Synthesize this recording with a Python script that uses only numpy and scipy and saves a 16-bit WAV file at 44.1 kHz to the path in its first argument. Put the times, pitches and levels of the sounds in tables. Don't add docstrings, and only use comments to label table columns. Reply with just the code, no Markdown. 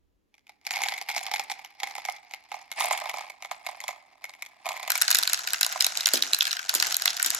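import sys
import numpy as np
from scipy import signal
from scipy.fft import rfft, irfft, next_fast_len
from scipy.io import wavfile

SR = 44100
rng = np.random.default_rng(int(sys.argv[2]) if len(sys.argv) > 2 else 0)


def materialize(psi):
    bounded = np.clip(np.atleast_2d(psi).T, -1, 1)
    quanta = np.round(bounded * 32767).astype(np.int16)
    wavfile.write(sys.argv[1], SR, quanta)


N = 325899
HIT_SAMPLES = 4096
LEVEL_WINDOW_S = 0.005

# time in seconds, bead click in dB, cup wall in dB.
CUP_KNOCKS = [(.3418, -54, -66), (.3809, -58, -71), (.4687, -52.5, -68), (.4939, -45.5, -48),
              (0.6136, -61, -68), (0.6516, -45, -59), (.6673, -27, -36.5), (.7085, -25, -35),
              (.7377, -31, -36), (0.7588, -27.5, -48), (0.768, -27.5, -31.5), (.8182, -25.5, -30.5),
              (.8363, -21, -35), (.8599, -30.5, -28.5), (.8859, -24.5, -40), (.9215, -29.5, -30.5),
              (0.9389, -32, -47), (.9796, -31, -44), (1.014, -32, -34), (1.0876, -29.5, -35),
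              (1.0913, -28, -48), (1.101, -30, -31), (1.114, -30, -43), (1.1478, -31, -41),
              (1.1636, -26, -27), (1.1796, -26.5, -51), (1.2658, -30, -39), (1.3147, -30, -29.5),
              (1.3385, -23, -25), (1.3607, -28, -48), (1.3958, -26.5, -26.5), (1.4996, -29.5, -32),
              (1.5161, -28.5, -31), (1.5924, -43, -41), (1.6476, -38, -42.5), (1.8018, -34.5, -53),
              (1.8195, -50, -39), (1.8333, -25, -26), (1.8723, -33.5, -36), (1.953, -33, -36.5),
              (1.9815, -36, -31), (2.0517, -29, -34.5), (2.0861, -26.5, -24.5), (2.164, -44.5, -62),
              (2.3108, -42, -46), (2.3373, -31.5, -38.5), (2.5172, -35, -30), (2.5421, -37.5, -30.5),
              (2.5663, -52, -39), (2.7163, -29.5, -41), (2.7978, -28, -49), (2.8086, -24, -24),
              (2.8217, -28.5, -29), (2.8459, -27, -25.5), (2.9095, -23, -19), (2.9316, -27, -28),
              (2.9764, -29, -48), (3.018, -53, -30.5), (3.0573, -35, -30), (3.0956, -27, -35.5),
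              (3.1402, -33, -29.5), (3.1847, -35.5, -33.5), (3.2077, -41, -33), (3.2998, -35, -42),
              (3.4239, -35, -39.5), (3.448, -34, -36.5), (3.5131, -31, -27), (3.6656, -28, -31.5),
              (3.6887, -39, -30), (3.8036, -32.5, -50), (3.8395, -34.5, -34), (3.8808, -26.5, -48),
              (3.8878, -35, -28.5), (3.9086, -37.5, -44), (4.2419, -29.5, -42), (4.2946, -40.5, -46),
              (4.3379, -42.5, -61), (4.4232, -29, -47.5), (4.4624, -39.5, -49.5), (4.6573, -32, -34),
              (4.6646, -33, -25), (4.6899, -28, -31), (4.7057, -49, -29), (4.7184, -32, -35),
              (4.7668, -33, -49), (4.7977, -35, -38.5), (4.8299, -33, -38.5), (4.8774, -27.5, -30),
              (4.899, -29, -30), (4.954, -23.5, -33), (5.663, -52, -34), (5.758, -41, -27),
              (5.865, -28.5, -33), (6.069, -28, -34), (6.735, -48, -33.5)]
# time in seconds, hollow ring, plastic clack, hard tick in dB.
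RUN_BOUNCES = [(4.903, -22, -23.5, -20), (4.919, -26, -25, -23), (4.9557, -36, -31, -27),
               (4.9778, -34, -37, -26), (5.015, -22.5, -22, -19), (5.0204, -22, -18.5, -16),
               (5.08, -26, -17.5, -26), (5.1048, -23, -24, -21), (5.113, -24.5, -21, -16.5),
               (5.1275, -44, -23, -31), (5.1474, -22, -20, -16.5), (5.1544, -30, -19.5, -24),
               (5.1698, -53, -27, -26), (5.1867, -26, -21, -19), (5.2274, -28, -27, -29),
               (5.2334, -32, -21, -24), (5.2751, -27.5, -20.5, -23.5), (5.2972, -32, -29, -29),
               (5.3326, -25, -20, -18.5), (5.344, -33, -21.5, -28), (5.3921, -32, -33.5, -36),
               (5.4738, -26.5, -25, -28.5), (5.505, -47, -31.5, -35), (5.5337, -25, -25.5, -21.5),
               (5.544, -28, -29, -42), (5.6107, -23.5, -22.5, -19), (5.6306, -28, -17, -23),
               (5.6468, -42, -24, -27), (5.6644, -32, -29, -23.5), (5.7249, -29, -33, -32.5),
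               (5.8072, -28, -14, -22.5), (5.8232, -32, -21, -24), (5.8445, -34, -16, -22),
               (5.8661, -32, -19.5, -22), (5.9729, -42, -21, -25), (6.0077, -48, -23.5, -31.5),
               (6.0583, -30, -14.5, -21.5), (6.0701, -27, -27, -20), (6.088, -32, -23.5, -27.5),
               (6.1356, -27, -20.5, -17.5), (6.156, -38, -22.5, -34), (6.1742, -36, -26, -29),
               (6.2239, -32, -16, -23.5), (6.333, -26, -16.5, -21), (6.346, -35, -18, -22),
               (6.3879, -32.5, -37, -28), (6.4079, -38, -15.5, -31), (6.4215, -25, -24, -31),
               (6.428, -46, -25.5, -28), (6.4534, -30, -24.5, -31), (6.4688, -25, -26.5, -33),
               (6.477, -31.5, -29, -33), (6.5094, -40, -25.5, -38), (6.5143, -36, -25.5, -32),
               (6.529, -30.5, -23, -31.5), (6.568, -30.5, -29, -37), (6.592, -28, -34.5, -54),
               (6.6935, -23.5, -18.5, -23), (6.74, -31, -30, -24), (6.75, -46, -27, -18.5),
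               (6.8003, -36, -19, -23.5), (6.825, -20.5, -19.5, -22), (6.8685, -32, -27, -30),
               (6.9086, -33, -31, -42), (6.9244, -39, -26, -29), (6.9439, -34, -20.5, -27),
               (6.9671, -35, -28, -20), (7.021, -32, -24.5, -26.5), (7.0567, -20.5, -18.5, -20.5),
               (7.0779, -32, -17, -32), (7.1042, -37, -26, -35), (7.1676, -48, -28.5, -32),
               (7.1977, -24, -30, -39), (7.2276, -29, -28, -18), (7.2464, -29.5, -22.5, -30),
               (7.2618, -33, -38, -20.5), (7.3038, -33, -24.5, -21), (7.3478, -30.5, -35, -23.5)]
# time in seconds, share from 0 to 1.
HEAP_ON_SIDE = [(2.5, 0.18), (2.85, 0.53), (3.7, 0.56), (4.65, 0.62)]
# frequency in Hz, relative level in dB per Hz.
CLICK_COLOUR = [(100, -38), (400, -24.5), (1000, -11), (1750, -8.5), (2160, 10.5), (2700, -6.5), (3700, -4),
                (5000, -11), (7000, -5), (9000, -16), (12500, -12.5), (16000, -37)]
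# frequency in Hz, relative level in dB per Hz.
TICK_COLOUR = [(1000, -50), (5200, -12), (7000, 5.5), (8200, 6.5), (9200, 5.5), (10700, -0.5), (12500, 2.5),
               (14000, -1.5), (16000, -22)]


def amp(db):
    return 10 ** (np.asarray(db) / 20)


def unit(x):
    return x / np.sqrt(np.mean(x ** 2) + 1e-20)


def along(points, hz):
    f, v = np.transpose(points)
    return np.interp(np.log(hz + 1), np.log(f + 1), v)


def curve(rows, seconds):
    return np.interp(seconds, *np.transpose(rows))


def filtered(x, response):
    size = next_fast_len(N + SR // 2)
    return irfft(rfft(x, size) * response(np.fft.rfftfreq(size, 1 / SR)), size)[..., :N]


def causal(gain_db):
    cepstrum = irfft(np.log(amp(gain_db)))
    cepstrum[..., 1:HIT_SAMPLES // 2] *= 2
    cepstrum[..., HIT_SAMPLES // 2 + 1:] = 0
    return np.exp(rfft(cepstrum))


def bursts(count, colour, t60, scatter, lag_ms, vary_db, travel_ms=0, apart=1.0):
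    t = np.arange(HIT_SAMPLES) / SR
    hz = np.fft.rfftfreq(HIT_SAMPLES, 1 / SR)
    fade = amp(-60 * t / t60) * (1 - np.exp(-t / 0.00079))
    noise = rng.standard_normal((count, 3, HIT_SAMPLES))
    shell = (noise[:, :1] + apart * noise[:, 1:]) * fade / np.linalg.norm(fade)
    scattered = 1 + scatter * rfft(shell * np.linspace(1, 0, HIT_SAMPLES))
    spots = np.geomspace(300, 16000, 24)
    ripple = np.array([np.interp(hz, spots, row) for row in rng.standard_normal((count, len(spots)))])
    body = causal(along(colour, hz) + vary_db * ripple)[:, None]
    delay = np.maximum(np.reshape(lag_ms, (-1, 1, 1)) * np.array([[1], [-1]]), 0) / 1000
    bending = travel_ms * (2 * np.sqrt(hz / 1000) - hz / np.sqrt(1000 * SR / 2))
    return irfft(scattered * body * np.exp(-2j * np.pi * (hz * delay + bending)))


def place(times, levels_db, sounds):
    out = np.zeros((2, N + 2 * HIT_SAMPLES))
    window_gain = np.sqrt(LEVEL_WINDOW_S * SR / HIT_SAMPLES)
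    for seconds, db, sound in zip(times, levels_db, sounds):
        start = max(round(seconds * SR), 0)
        out[:, start:start + HIT_SAMPLES] += amp(db) * unit(sound) * window_gain
    return out[:, :N]


def patter(rate, spread_db, sounds):
    out = np.zeros((2, N))
    for sound in sounds:
        at = rng.integers(0, N, int(rate * N / SR / len(sounds)))
        sizes = amp(spread_db * np.minimum(rng.standard_normal(len(at)), 2))
        contacts = np.bincount(at, sizes, N)[None]
        out += signal.oaconvolve(contacts, unit(sound), axes=1)[:, :N]
    return unit(out)


def chance_times(start, end, rate):
    count = int((end - start) * rate)
    return start + (np.arange(count) + rng.random(count)) / rate


def swell(start, length, attack, t60, sag_db_per_s=0):
    t = np.arange(N) / SR - start
    sag_db = sag_db_per_s * np.clip(t, 0, length)
    decay_db = 60 * np.maximum(t - length, 0) / t60
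    return np.clip(t / attack, 0, 1) * amp(-sag_db - decay_db)


def aftermath(times, levels_db, t60):
    kicks = np.bincount(np.round(times * SR).astype(int), amp(levels_db) ** 2, N)[:N]
    return signal.lfilter([1], [1, -amp(-60 / (t60 * SR)) ** 2], kicks)


def background():
    # frequency in Hz, relative level in dB per Hz.
    air_colour = [(15, -41), (25, -22), (66, -14.5), (163, -17.5), (286, -12.5), (335, -14), (709, -27),
                  (15000, -45)]
    rumble_colour = [(20, -15), (55, -2), (140, -27), (900, -76)]
    air = unit(filtered(rng.standard_normal((2, N)), lambda hz: amp(along(air_colour, hz))))
    rumble = unit(filtered(rng.standard_normal((2, N)), lambda hz: amp(along(rumble_colour, hz))))
    rumble_db = curve([(.1, -72), (.5, -92.5)], np.arange(N) / SR)
    return amp(-76.5) * air + amp(rumble_db) * rumble


def room(x, count=4):
    # frequency in Hz, time to fall by 60 dB in seconds.
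    decay_times = [(150, 0.54), (1000, 0.57), (5000, 0.21), (14000, 0.21)]
    colour = [(250, 7.5), (800, -2.5), (2000, 1.0), (6000, -1.5), (13000, -4.5)]
    wet = np.zeros((2, N))
    turn = np.arange(N) / SR / .04
    for k in range(count):
        hz, t, z = signal.stft(rng.standard_normal((2, SR * 3 // 4)), SR, nperseg=256)
        fade = amp(-60 * t / along(decay_times, hz)[:, None])
        tail = signal.istft(z * fade, SR, nperseg=256)[1]
        tail = np.pad(tail / np.linalg.norm(tail[0]), ((0, 0), (round(.003 * SR), 0)))
        share = np.maximum(1 - abs((turn + k) % count - 1), 0)
        wet += signal.fftconvolve(x * share, tail, axes=1)[:, :N]
    return filtered(wet, lambda hz: amp(along(colour, hz)))


def bumps():
    # time in seconds, thud in dB, shaken plastic in dB.
    rim_bumps = [(6.138, -27, -16.5), (6.752, -37, -20), (7.26, -44.5, -20.5)]
    # frequency in Hz, relative level in dB per Hz.
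    thud_colour = [(80, -34), (180, -21), (250, 0), (400, -2.5), (600, 1), (850, -18), (2000, -62)]
    hollow = [(130, -20), (230, -12), (370, -2), (520, -13), (1200, -49)]
    buzz = [(300, -33), (1500, -15), (3000, -3), (6500, 1), (9000, -10), (12500, -0.5), (16000, -26)]
    s, thud_db, shake_db = np.transpose(rim_bumps)
    thuds = bursts(len(s), thud_colour, t60=0.018, scatter=0.68, lag_ms=0, vary_db=-0.5)
    after_rings = bursts(len(s), hollow, t60=0.46, scatter=4.6, lag_ms=0, vary_db=4.5)
    buzzes = bursts(len(s), buzz, t60=0.13, scatter=6.1, lag_ms=-0.12, vary_db=2.5)
    tower = place(s + 0.002, thud_db, thuds) + place(s + 0.00988, thud_db - 9, after_rings)
    return tower * amp([[-2], [1.5]]) + place(s, shake_db, buzzes)


def rolling():
    # time in seconds, level in dB.
    roll_level = [(4.9, -37), (5.15, -34.5), (5.48, -40.5), (5.7, -39), (6.17, -36.5), (6.64, -44),
                  (6.87, -32.5), (7.05, -39.5), (7.39, -35)]
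    # frequency in Hz, relative level in dB per Hz.
    track_colour = [(50, -29), (120, -15), (220, -22), (480, -17), (720, -0.5), (1100, -3), (1500, 5.5),
                    (2500, -7.5), (4000, -1.5), (6800, 3.5), (9000, -7.5), (12500, -16.5), (16000, -38)]
    # frequency in Hz, relative level in dB per Hz.
    skip_colour = [(200, -28), (900, -19), (1500, 2), (2500, 3.5), (4000, 0), (7000, 4.5), (9000, -6.5),
                   (13000, -14.5), (16000, -28)]
    start_s, attack_s = 4.9, .05
    skid_db, skid_t60 = -15.5, 0.1
    skips_per_s, skip_db, skip_spread_db = 35, 3, 3
    lead_s, lead_db = .0033, -20
    s, _, clack_db, _ = np.transpose(RUN_BOUNCES)
    t = np.arange(N) / SR
    steady = amp(curve(roll_level, t)) * np.clip((t - start_s) / attack_s, 0, 1)
    motion = np.sqrt(steady ** 2 + aftermath(s, clack_db + skid_db, skid_t60))
    taps = bursts(24, track_colour, t60=0.011, scatter=1.6, lag_ms=0, vary_db=4.5,
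                  travel_ms=2.181, apart=2.1)
    chatter = patter(rate=480, spread_db=4.0, sounds=taps)
    at = chance_times(start_s + attack_s, N / SR, skips_per_s)
    skips = bursts(len(at), skip_colour, t60=0.0051, scatter=0.4, lag_ms=-0.077, vary_db=2.5,
                   travel_ms=1.8)
    skipping = place(at, skip_db + skip_spread_db * rng.standard_normal(len(at)), skips)
    lead_at = s - lead_s * rng.uniform(.6, 1.4, len(s))
    lead_ticks = place(lead_at, clack_db + lead_db, rng.choice(skips, len(s)))
    return motion * (chatter + skipping) + lead_ticks


def bounces():
    # frequency in Hz, relative level in dB per Hz.
    ring_colour = [(150, -54), (700, -20), (1150, -7.5), (1480, 6.5), (1800, 1), (2050, -0.5), (2600, -2),
                   (5000, -21.5)]
    # frequency in Hz, relative level in dB per Hz.
    clack_colour = [(300, -87), (1800, -34.5), (2700, -9.5), (3400, -7.5), (3950, 2), (4700, -3.5),
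                    (5450, -3), (6600, -12.5), (9000, -38.5)]
    s, ring_db, clack_db, tick_db = np.transpose(RUN_BOUNCES)
    in_funnel = tick_db > clack_db - 3
    lag_ms = np.where(in_funnel, -.16, rng.uniform(0, 0.48, len(s)))
    rings = bursts(len(s), ring_colour, t60=0.016, scatter=1.15, lag_ms=lag_ms, vary_db=-0.5,
                   travel_ms=2.107)
    clacks = bursts(len(s), clack_colour, t60=.006, scatter=0.85, lag_ms=lag_ms, vary_db=-2.5,
                    travel_ms=2.2)
    ticks = bursts(len(s), TICK_COLOUR, t60=.006, scatter=1.0, lag_ms=lag_ms, vary_db=2.5,
                   travel_ms=1.358)
    ring = place(s - .0005, ring_db, rings) * amp([[1], [-1.3]])
    clack = place(s - .0004, clack_db, clacks) * amp([[-1], [.8]])
    return ring + clack + place(s - .0002, tick_db, ticks)


CREEP_FROM_S, CREEP_TO_S = .64, 4.95
SIDE_DRUM_DB = 9.5


def heap_motion():
    # start in seconds, length in seconds, rustle in dB before it slackens.
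    slides = [(0.68, 0.26, -38.5), (1.09, 0.31, -42), (1.787, 0.26, -48), (2.748, .2, -32.5),
              (2.945, 0.29, -39), (3.618, 0.21, -49.5), (4.616, 0.31, -42)]
    attack_s, sag_db_per_s, slide_t60 = 0.056, 16.5, 0.35
    creep_db = -62
    lead_db, lead_t60 = -22, .1
    stir_db, stir_t60 = -18.5, 0.45
    s, click_db, wall_db = np.transpose(CUP_KNOCKS)
    lead_in = aftermath(N / SR - s, click_db + lead_db, lead_t60)[::-1]
    power = lead_in + aftermath(s, wall_db + stir_db, stir_t60)
    creep = swell(CREEP_FROM_S, CREEP_TO_S - CREEP_FROM_S, attack_s, slide_t60)
    power += (amp(creep_db) * creep) ** 2
    for start, length, db in slides:
        power += (amp(db) * swell(start, length, attack_s, slide_t60, sag_db_per_s)) ** 2
    return 10 * np.log10(power + 1e-12)


def rustle(motion_db):
    # frequency in Hz, relative level in dB per Hz.
    nudge_colour = [(100, -25.5), (420, -23.5), (600, -9.5), (790, 6), (1000, 0.5), (1450, -9.5), (2150, 5),
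                    (2800, -7.5), (4700, -9), (8000, -19), (12500, -32), (16000, -44)]
    lean = [(300, 2.5), (720, -13.5), (1200, 5.0), (2300, 1.5), (4500, -3.0)]  # Hz, left over right dB
    nudges = bursts(16, nudge_colour, t60=0.011, scatter=1.12, lag_ms=0.072, vary_db=0.5, travel_ms=1.087)
    heap = amp(motion_db) * patter(rate=650, spread_db=5.0, sounds=nudges)
    return filtered(heap, lambda hz: amp(np.outer([.5, -.5], along(lean, hz))))


def bead_touches(motion_db):
    touches = bursts(12, TICK_COLOUR, t60=0.0062, scatter=1, lag_ms=0.044, vary_db=9.5)
    drum_db = SIDE_DRUM_DB * curve(HEAP_ON_SIDE, np.arange(N) / SR)
    level_db = 1.33 * motion_db + 10 - drum_db
    return amp(level_db) * patter(rate=90, spread_db=8.5, sounds=touches)


def cup_wall(times, detune=.012, vary_db=2):
    # frequency in Hz, time to fall by 60 dB in seconds,
    # level in dB when struck on the bottom, level in dB when struck on the side, left over right in dB.
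    wall_modes = [(617.5, 0.034, -30, -3, -15), (731, 0.033, -4.5, 1.5, -16), (817, 0.035, 3.5, -14, -13.5),
                  (1007.5, 0.035, -47, 6, -7), (1245, 0.026, -10.5, 1, 5)]
    t = np.arange(HIT_SAMPLES) / SR
    hz, t60, bottom_db, side_db, pan_db = np.transpose(wall_modes)
    ports = amp(np.outer([.5, -.5], pan_db))
    signs = (-1) ** np.arange(len(hz))
    tilts = np.clip(curve(HEAP_ON_SIDE, times), 0, 1)
    for tilt, (pitch, size) in zip(tilts, rng.standard_normal((len(times), 2, len(hz)))):
        struck = (1 - tilt) * amp(bottom_db) + tilt * amp(side_db)
        gains = struck * amp(vary_db * size) * signs
        waves = np.sin(2 * np.pi * np.outer(hz * (1 + detune * pitch), t))
        modes = waves * amp(-60 * t / t60[:, None])
        yield (ports * gains) @ modes * (1 - np.exp(-t / .0004))


def strong_clicks():
    rebound_s, rebound_db = 0.024, -18
    s, click_db, _ = np.transpose(CUP_KNOCKS)
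    first = bursts(len(s), CLICK_COLOUR, t60=0.016, scatter=0.63, lag_ms=0.061, vary_db=3.5, travel_ms=1.09)
    relays = bursts(len(s), CLICK_COLOUR, t60=0.0043, scatter=0.48, lag_ms=0.073, vary_db=3)
    relay_at = s + rng.uniform(0.0034, .013, len(s))
    landing_at = s + rebound_s * rng.uniform(.8, 1.25, len(s))
    clicks = place(s - .0003, click_db, first) + place(relay_at, click_db - 8.5, relays)
    return clicks + place(landing_at, click_db + rebound_db, rng.choice(relays, len(s)))


def jostles(motion_db):
    rate, level_db, spread_db = 40, 3.5, 2
    wall_over_click_db = -5.5
    at = chance_times(CREEP_FROM_S, CREEP_TO_S, rate)
    size_db = np.interp(at, np.arange(N) / SR, motion_db) + level_db
    size_db = size_db + spread_db * rng.standard_normal(len(at))
    drum_db = SIDE_DRUM_DB * curve(HEAP_ON_SIDE, at)
    sounds = bursts(len(at), CLICK_COLOUR, t60=0.012, scatter=1, lag_ms=0.06, vary_db=5, travel_ms=1.118)
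    clicks = place(at, size_db - drum_db, sounds)
    walls = place(at, size_db + wall_over_click_db + drum_db, cup_wall(at))
    return clicks, walls


def cup():
    # frequency in Hz, gain in dB.
    bottom_colour = [(3700, 0.5), (5000, 7.5), (6800, -1.5), (11000, -2)]
    # frequency in Hz, gain in dB.
    side_colour = [(3700, -1.5), (5500, -2.5), (8000, 4), (11000, 1)]
    s, _, wall_db = np.transpose(CUP_KNOCKS)
    motion_db = heap_motion()
    lesser_clicks, lesser_walls = jostles(motion_db)
    beads = strong_clicks() + lesser_clicks + bead_touches(motion_db) + rustle(motion_db)
    walls = place(s, wall_db, cup_wall(s)) + lesser_walls
    tilt = np.clip(curve(HEAP_ON_SIDE, np.arange(N) / SR), 0, 1)
    deep = filtered((1 - tilt) * beads, lambda hz: amp(along(bottom_colour, hz)))
    shallow = filtered(tilt * beads, lambda hz: amp(along(side_colour, hz)))
    return deep + shallow + walls


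def scene():
    low_cut_hz = 102
    near = cup()
    far = bounces() + rolling() + bumps()
    beads = near + far + room(amp(-13) * near + amp(-10.0) * far)
    return filtered(beads, lambda hz: (1j * hz / (low_cut_hz + 1j * hz)) ** 2) + background()


def record(dry):
    # frequency in Hz, side over mid in dB.
    band_width = [(900, -1), (1400, 2), (2300, 0), (3200, -11), (4500, 0), (7000, -6.5), (9100, 14.5),
                  (10500, -5.5), (13000, -2)]
    top_hz = 16300

    def angle(hz):
        return np.arctan(amp(along(band_width, hz)))

    mid = filtered(dry[0] + dry[1], lambda hz: np.cos(angle(hz)) / np.sqrt(2))
    side = filtered(dry[0] - dry[1], lambda hz: np.sin(angle(hz)) / np.sqrt(2))
    pair = np.array([mid + side, mid - side])
    rounded = pair / (1 + np.abs(pair / .93) ** 8) ** (1 / 8)
    return filtered(rounded, lambda hz: hz < top_hz)


dry = scene()
out = record(dry)
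materialize(out)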